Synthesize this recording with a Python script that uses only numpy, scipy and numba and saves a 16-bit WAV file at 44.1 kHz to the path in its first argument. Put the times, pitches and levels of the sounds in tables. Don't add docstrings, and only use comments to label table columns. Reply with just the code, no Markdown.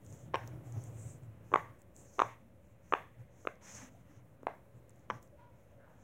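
import sys
import numpy as np
from scipy import signal
from scipy.io import wavfile
from scipy.ndimage import uniform_filter1d
from numba import njit

SR = 44100
rng = np.random.default_rng(int(sys.argv[2]) if len(sys.argv) > 2 else 0)


def ratio_of_db(decibels):
    return 10 ** (np.asarray(decibels, float) / 20)


def log_audio(samples):
    frames = np.atleast_2d(samples).T
    limited = np.clip(frames, -1, 1)
    pcm = np.round(limited * 32767).astype(np.int16)
    wavfile.write(sys.argv[1], SR, pcm)


N = 265923

# (time [s], level [dB])
RUMBLE_LEVEL = [
    (0, -55.5),
    (.4, -50),
    (1.0, -47.5),
    (1.3, -53),
    (1.7, -54),
    (1.8, -66),
    (2.6, -65.5),
    (4.0, -61.5),
    (6.03, -66),
]
# (time [s], lift [dB])
RUMBLE_SURGES = [(0.131, 7.5), (.27, 5), (.46, 2), (.55, 8), (0.769, 11.5), (.89, 3), (1.079, 5),
                 (1.18, 0.5), (1.6, 7), (2.029, 10), (2.25, 16), (3.01, 10), (3.211, 9), (3.77, 8),
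                 (4.75, 3.5), (5.15, 10.5)]
# (frequency [Hz], width [Hz], level [dB])
RUMBLE_BANDS = [(115.5, 25, 0), (153.7, 17, -10.5), (86.9, 30, -11.5), (55.13, 20, -31)]
# (frequency [Hz], density [dB per Hz])
AIR_SPECTRUM = [(198, -15), (270, -15), (434, -21.5), (560, -16), (760, -27.5), (1540, -34), (2540, -41.5),
                (4400, -51.5)]
# (frequency [Hz], width [Hz], rms level [dB])
HOUSE_DRONES = [(47.9, 9.8, -81.5), (61.3, 22, -72), (88.2, 40, -69.5), (180.5, 50, -71.5),
                (552.5, 85, -73)]
# (start [s], length [s], hiss [dB], hiss centre [Hz], dull scrape [dB])
SKIN_SLIDES = [(0.0, .31, -60, 6940, -84), (0.325, 0.24, -70, 6260, -70), (0.628, 0.095, -64, 7310, -74),
               (0.703, 0.18, -60.5, 6300, -80), (0.823, 0.11, -61, 7160, -80),
               (0.897, 0.3, -54.5, 7690, -77), (1.218, 0.052, -72, 7620, -88), (1.42, .25, -66, 6444, -91),
               (1.783, 0.035, -76, 7500, -88.5), (1.936, 0.14, -57, 7460, -83),
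               (2.028, .33, -58, 6350, -79.5), (2.616, 0.17, -81, 7275, -94),
               (2.818, 0.18, -66.5, 6506, -84), (3.178, 0.049, -77, 6500, -78),
               (3.288, 0.28, -66, 6500, -85), (3.609, 0.29, -47.5, 6300, -58.5),
               (3.85, .2, -74.5, 6500, -78.5), (4.043, 0.1876, -72, 5997, -75.5),
               (4.736, 0.071, -77.5, 7600, -87), (4.873, 0.21, -78, 6500, -86),
               (5.086, 0.1126, -70, 6000, -68), (5.211, .07, -69, 7500, -95), (5.525, 0.23, -83, 6220, -81),
               (5.88, 0.47, -73.5, 6540, -87)]
# (time [s], peak [dB], frequency [Hz], top-end spit [dB])
SKIN_TICKS = [(0.0493, -58, 8550, -22), (0.0642, -52.5, 6900, -30), (0.0867, -70, 7420, -24),
              (0.1062, -58, 7870, -24.5), (0.1262, -50, 6800, -28), (0.357, -50.5, 8000, -28),
              (0.4759, -40, 6300, -14), (0.7237, -50, 7100, -36), (0.839, -45, 8200, -26),
              (1.2341, -62, 7500, -26), (1.7923, -65, 8480, -20), (1.8043, -71, 7330, -15),
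              (1.8185, -52.5, 7760, -18), (1.9645, -47.5, 7090, -24), (2.6718, -67, 6750, -17.5),
              (3.5558, -63.5, 5870, -27.5), (4.4308, -62.5, 6890, -17), (4.895, -52.5, 7740, -32),
              (4.9062, -61, 6513, -19), (4.96, -66, 7500, -26.5), (4.995, -68, 6800, -25),
              (5.228, -49, 6570, -13), (5.2764, -64, 6170, -17)]
# (time [s], level [dB], centre [Hz])
PRESS_RUSTLES = [(.35, -51.5, 1600), (1.57, -51.5, 1725), (2.211, -51, 2030), (2.949, -56, 1900),
                 (3.48, -80, 2000), (4.48, -61.5, 1500), (5.11, -67, 1450)]
# (time [s], peak [dB], dome [Hz], air pocket [dB], upper modes [dB])
DOME_POPS = [(0.33829, -35.8, 959, -10, -30), (0.34312, -16.9, 1012, -5, -12),
             (0.34872, -20.2, 1030, -3, -6), (0.35617, -19.7, 956, -3, -10), (1.51839, -33.6, 1015, 5, -40),
             (1.52826, -28.6, 1151, 15, -40), (1.53888, -13.7, 1099, -9, -19),
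             (1.54153, -10.9, 1091, -7, -17), (1.5588, -12.8, 1116, -11, -18),
             (2.18528, -34.4, 890, 4, -40), (2.18795, -33.2, 780, 15, -35),
             (2.19314, -14.4, 1170, -10, -14), (2.20071, -12.5, 1138, -9, -15),
             (2.21837, -19.1, 994, -7, -18), (2.21929, -12.4, 1139, -7, -15),
             (2.92477, -17.4, 1174, -7, -15), (2.93472, -28.7, 1073, -1, -40),
             (2.93721, -9.9, 1169, -4, -7), (3.45224, -35.3, 1267, 10, -40), (3.47261, -18.4, 1271, -1, -8),
             (4.4324, -40.4, 1141, 15, -39), (4.46957, -20.1, 850, -17, -40),
             (5.10144, -20.1, 1056, -6, -13), (5.10742, -25.0, 1082, -6, -10)]
# (from [s], dome ring [turns], air pocket [Hz], 2nd mode [Hz], 3rd mode [Hz])
HAND_PRESSES = [
    (0.3, 3.34, 480, 1760, 3000),
    (1.5, 2.49, 370, 2320, 3450),
    (2.1, 2.63, 450, 2400, 3640),
    (2.9, 2.87, 450, 2540, 3060),
    (3.4, 3.12, 420, 2620, 3600),
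    (4.4, 1.04, 340, 1850, 3740),
    (5.0, 2.64, 480, 1720, 3080),
]
# (tearing [dB], its treble [dB], treble centre [Hz], share sent to room [dB], lift of upper modes [dB])
FOLD_TEARS = [(-14, -27, 5270, -0.5, 3), (-18.5, -36.5, 6650, -0.5, 0.5), (-18, -28.5, 6070, -1.5, 2),
              (-19, -40, 6500, 0.5, 5.5), (-17.5, -41, 6300, -4.5, 6.5), (-14.5, -42, 6600, 2, 3.5),
              (-15.5, -27.5, 5500, 0, -4.5)]
THIRD_MODE_DB = [-3, -12.5, -7.5, -12.5, -9, 3, -3]
# (frequency [Hz], width [Hz], level [dB])
TEAR_COLOUR = [(611, 250, 11), (1690, 440, 6.5), (2475, 390, 0.5), (3610, 650, -11)]
FOLD_GRIT = rng.standard_normal((len(DOME_POPS), 800))
# (delay [ms], level [dB])
ROOM_ECHOES = [(4.5, -27), (13.6, -13.5), (14.8, -16.5), (18.3, -30.5), (22, -28.5)]
# (frequency [Hz], width [Hz], 60 dB decay [s], level [dB])
ROOM_TAIL = [(280.7, 75, 0.39, -40), (424.6, 250, 0.28, -41.5), (600, 220, 0.25, -33),
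             (927, 570, .3, -38.5), (1112, 200, 0.39, -44.5), (1600, 510, 0.26, -36), (2000, 630, 0.3, -36),
             (2610, 900, 0.15, -44), (3474, 900, 0.51, -46), (6500, 3300, 0.35, -32.5)]
# (time [s], rms level [dB], frequency [Hz], width [Hz], 60 dB decay [s])
FAR_RINGS = [(3.80, -55.5, 264, 42, 0.39), (3.945, -60.5, 693, 74, 0.15), (5.37, -62.5, 958, 77, 0.61),
             (3.6, -69.5, 960, 55, .4), (5.36, -76, 1430, 54, 0.79), (5.39, -77, 1100, 70, 0.4),
             (5.68, -65, 565, 120, 0.95), (5.28, -65, 585, 65, .8), (5.75, -70.5, 1500, 560, 1.2),
             (5.82, -67, 900, 300, 0.7), (2.4, -63, 230, 17.8, 0.45), (5.36, -72.5, 1600, 2000, 0.65),
             (4.02, -66.5, 300, 40, 1.2), (4.4, -66, 257, 67, 0.46), (5.08, -54, 214, 72, 0.29)]


def level(x, db):
    return x * ratio_of_db(db) / np.sqrt(np.mean(x ** 2))


@njit
def svf(x, hz, width):
    y, low_state = np.empty(len(x)), 0.
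    band_state = 0.
    for i in range(len(x)):
        g = np.tan(np.pi * hz[i] / SR)
        k = width / hz[i]
        v = (band_state + g * (x[i] - low_state)) / (1 + g * (g + k))
        band_state = 2 * v - band_state
        low_state += 2 * g * v
        y[i] = k * v
    return y


def band(x, hz, width):
    return svf(x, hz + np.zeros(len(x)), 1. * width)


def band_twice(x, hz, width):
    return band(band(x, hz, width), hz, width)


def noise(hz, width, size=N):
    return level(band_twice(rng.standard_normal(size), hz, width), 0)


def walk(rate):
    hold = int(SR / rate)
    steps = np.repeat(rng.standard_normal(N // hold + 1), hold)
    return 1.8 * uniform_filter1d(uniform_filter1d(steps, hold), hold)[:N]


def rumble_swing():
    t = np.arange(N) / SR
    surge_s = 0.031
    time, db = np.transpose(RUMBLE_LEVEL)
    surges = sum(lift * np.exp(-((t - s) / surge_s) ** 2) for s, lift in RUMBLE_SURGES)
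    return np.interp(t, time, db) + surges


def distant_rumble(rumble_db):
    rumble = sum(ratio_of_db(db + 1.2 * walk(28)) * noise(hz, w) for hz, w, db in RUMBLE_BANDS)
    return ratio_of_db(rumble_db) * level(rumble, -0.67)


def house_hum():
    hum = ratio_of_db(-74) * np.sin(2 * np.pi * 116 * np.arange(N) / SR)
    return hum + sum(ratio_of_db(db) * noise(hz, w) for hz, w, db in HOUSE_DRONES)


def suppressor_opening(rumble_db):
    t = np.arange(N) / SR
    slide, _, _, rustles = hand()
    busy = ratio_of_db(rumble_db + 46.5) + slide * ratio_of_db(59.5) + sum(rustles) * ratio_of_db(61)
    busy += sum((np.abs(t - s) < .012) * ratio_of_db(db + 48) for s, db, _, _ in SKIN_TICKS)
    steepness, lag_s = 1.4, .015
    return uniform_filter1d(1 / (1 + busy ** -steepness), int(lag_s * SR))


def room_air(rumble_db, opening):
    hz, db = np.transpose(AIR_SPECTRUM)
    air = 0
    for f in 200 * 2 ** (np.arange(15) / 3):
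        density_db = np.interp(np.log(f), np.log(hz), db)
        air = air + ratio_of_db(density_db + 1.6 * walk(3)) * np.sqrt(f) * noise(f, f / 3)
    air_db = -69 + .3 * (rumble_db - RUMBLE_LEVEL[-1][1]) + 4.5 * opening
    return ratio_of_db(air_db) * level(air, 0.72)


def microphone_hiss(opening):
    treble = signal.butter(2, 5200, "hp", fs=SR, output="sos")
    hiss = signal.sosfilt(treble, rng.standard_normal(N))
    hiss_db = -87.5 + 14 * opening
    return ratio_of_db(hiss_db + .7 * walk(28)) * level(hiss, 4.0)


def background():
    rumble_db = rumble_swing()
    opening = suppressor_opening(rumble_db)
    out = distant_rumble(rumble_db) + house_hum()
    return out + room_air(rumble_db, opening) + microphone_hiss(opening)


def hand():
    t = np.arange(N) / SR
    hiss, scrape = ratio_of_db(-87), ratio_of_db(-83)
    pull = hiss * 6800
    for s, length, hiss_db, hz, scrape_db in SKIN_SLIDES:
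        stroke = np.abs(np.sin(np.pi * np.clip((t - s) / length, 0, 1))) ** 1.16
        hiss = hiss + ratio_of_db(hiss_db) * stroke
        pull = pull + ratio_of_db(hiss_db) * stroke * hz
        scrape = scrape + ratio_of_db(scrape_db - 2.5) * stroke ** .35
    rustle_t60_s = 0.42
    rustles = [(t > s) * ratio_of_db(db - 60 * np.abs(t - s) / rustle_t60_s) for s, db, _ in PRESS_RUSTLES]
    return hiss, pull / hiss, scrape, rustles


def slides_and_rustles():
    slide, hz, scrape, rustles = hand()
    grains = rng.standard_normal(N) * ratio_of_db(2.1 * rng.exponential(size=N))
    hiss = 0.8 * level(band_twice(grains, hz, 2300), 0) + 0.3 * noise(6400, 1100)
    out = slide * ratio_of_db(1.2 * walk(45) - 8.0) * level(hiss, 0)
    dull = noise(1800, 1700) + .8 * noise(900, 800)
    out += scrape * ratio_of_db(.8 * walk(40)) * level(dull, 0)
    rustle = sum(gain * noise(centre, 900) for gain, (_, _, centre) in zip(rustles, PRESS_RUSTLES))
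    return out + ratio_of_db(2.5 * walk(90)) * rustle


def unsticking_ticks():
    out = np.zeros(N)
    t = np.arange(400) / SR
    for s, db, hz, spit_db in SKIN_TICKS:
        snap = (1 + .4 * rng.standard_normal(len(t))) * ratio_of_db(-60 * t / .0002)
        tick = band_twice(snap, hz, 2700)
        tick += ratio_of_db(spit_db + 13.0) * band(snap, 16300, 7400)
        start = int(s * SR)
        out[start:start + len(t)] += ratio_of_db(db + 5.0) * tick / np.abs(tick).max()
    return out


def ring(ms, hz, ring_ms, load_ms, grip):
    early = ms < 0
    span = np.where(early, load_ms, ring_ms)
    shape = np.exp(-(np.abs(ms) / span) ** np.where(early, 2, grip))
    return shape * np.cos(2 * np.pi * hz * ms / 1000)


def tearing(grit, ms, tear_gain, treble_db, treble_hz, pocket_db):
    body = sum(ratio_of_db(db) * band(band_twice(grit, hz, 1.7 * w), hz, 1.7 * w) for hz, w, db in TEAR_COLOUR)
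    crack = tear_gain * body + ratio_of_db(treble_db) * band_twice(grit, treble_hz, 1200)
    softness_db = 0.98 * max(pocket_db - 2.0, 0)
    return crack * ratio_of_db(9.5 - softness_db) * ring(ms, 0, 1.93, 0.43, 1.8)


def pops(shorten, away):
    out = np.zeros(N)
    open_back = signal.butter(3, 275, "hp", fs=SR, output="sos")
    press_starts = [row[0] for row in HAND_PRESSES]
    for (s, db, hz, pocket_db, second_db), grit in zip(DOME_POPS, FOLD_GRIT):
        press = np.searchsorted(press_starts, s) - 1
        _, turns, pocket_hz, second_hz, third_hz = HAND_PRESSES[press]
        tear_db, treble_db, treble_hz, room_db, lift_db = FOLD_TEARS[press]
        third_db = second_db + THIRD_MODE_DB[press]
        lift = ratio_of_db(away * lift_db)
        at = int(s * SR) + np.arange(-200, 600)
        ms = 1000 * (at / SR - s)
        pop = ring(ms, hz, shorten * turns * 1000 / hz, .53, 2.6)
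        pop += ratio_of_db(pocket_db) * ring(ms, pocket_hz, 2.1, .3, 4)
        pop += ratio_of_db(-23) * ring(ms, .82 * hz, 8, .3, 2)
        pop += lift * ratio_of_db(second_db) * ring(ms, second_hz, 1.2, .45, 2)
        pop += lift * ratio_of_db(third_db) * ring(ms, third_hz, 1.2, .4, 2)
        pop = signal.sosfiltfilt(open_back, pop)
        crack = tearing(grit, ms, lift * ratio_of_db(tear_db), treble_db, treble_hz, pocket_db)
        out[at] += ratio_of_db(db + away * room_db) * (pop / pop.max() + crack)
    return out


def room(x):
    size = SR // 2
    t = np.arange(size) / SR
    early = np.zeros(size)
    for ms, db in ROOM_ECHOES:
        early[int(ms * SR / 1000)] = ratio_of_db(db)
    build = np.clip((t - .004) / 0.0117, 0, 1)
    tail = np.zeros(size)
    for hz, w, t60, db in ROOM_TAIL:
        tail += ratio_of_db(db) * noise(hz, w, size=size) * ratio_of_db(-60 * t / t60) * np.sqrt(w / SR)
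    return signal.fftconvolve(x, band(early, 850, 670) + build * tail)[:N]


def other_room():
    out, t = np.zeros(N), np.arange(N) / SR
    for s, db, hz, w, t60 in FAR_RINGS:
        age = np.maximum(t - s, 0)
        rise = 0.073 * t60
        fade_db = -60 * np.maximum(age - rise, 0) / t60
        out += ratio_of_db(db + fade_db) * np.minimum(age / rise, 1) * noise(hz, w)
    return out


def scene():
    out = background() + slides_and_rustles() + unsticking_ticks() + pops(1, 0)
    out += room(pops(0.65, 0.79)) + other_room()
    return out[None]


def band_limit(x):
    return signal.sosfilt(signal.butter(12, 16370, fs=SR, output="sos"), x)


def record(dry):
    x = dry[0] - .5 * band(dry[0], 4720, 1600)
    x = signal.sosfilt(signal.ellip(10, .2, 60, 15850, fs=SR, output="sos"), x)
    return band_limit(x[None] - .0005)


dry = scene()
out = record(dry)
log_audio(out)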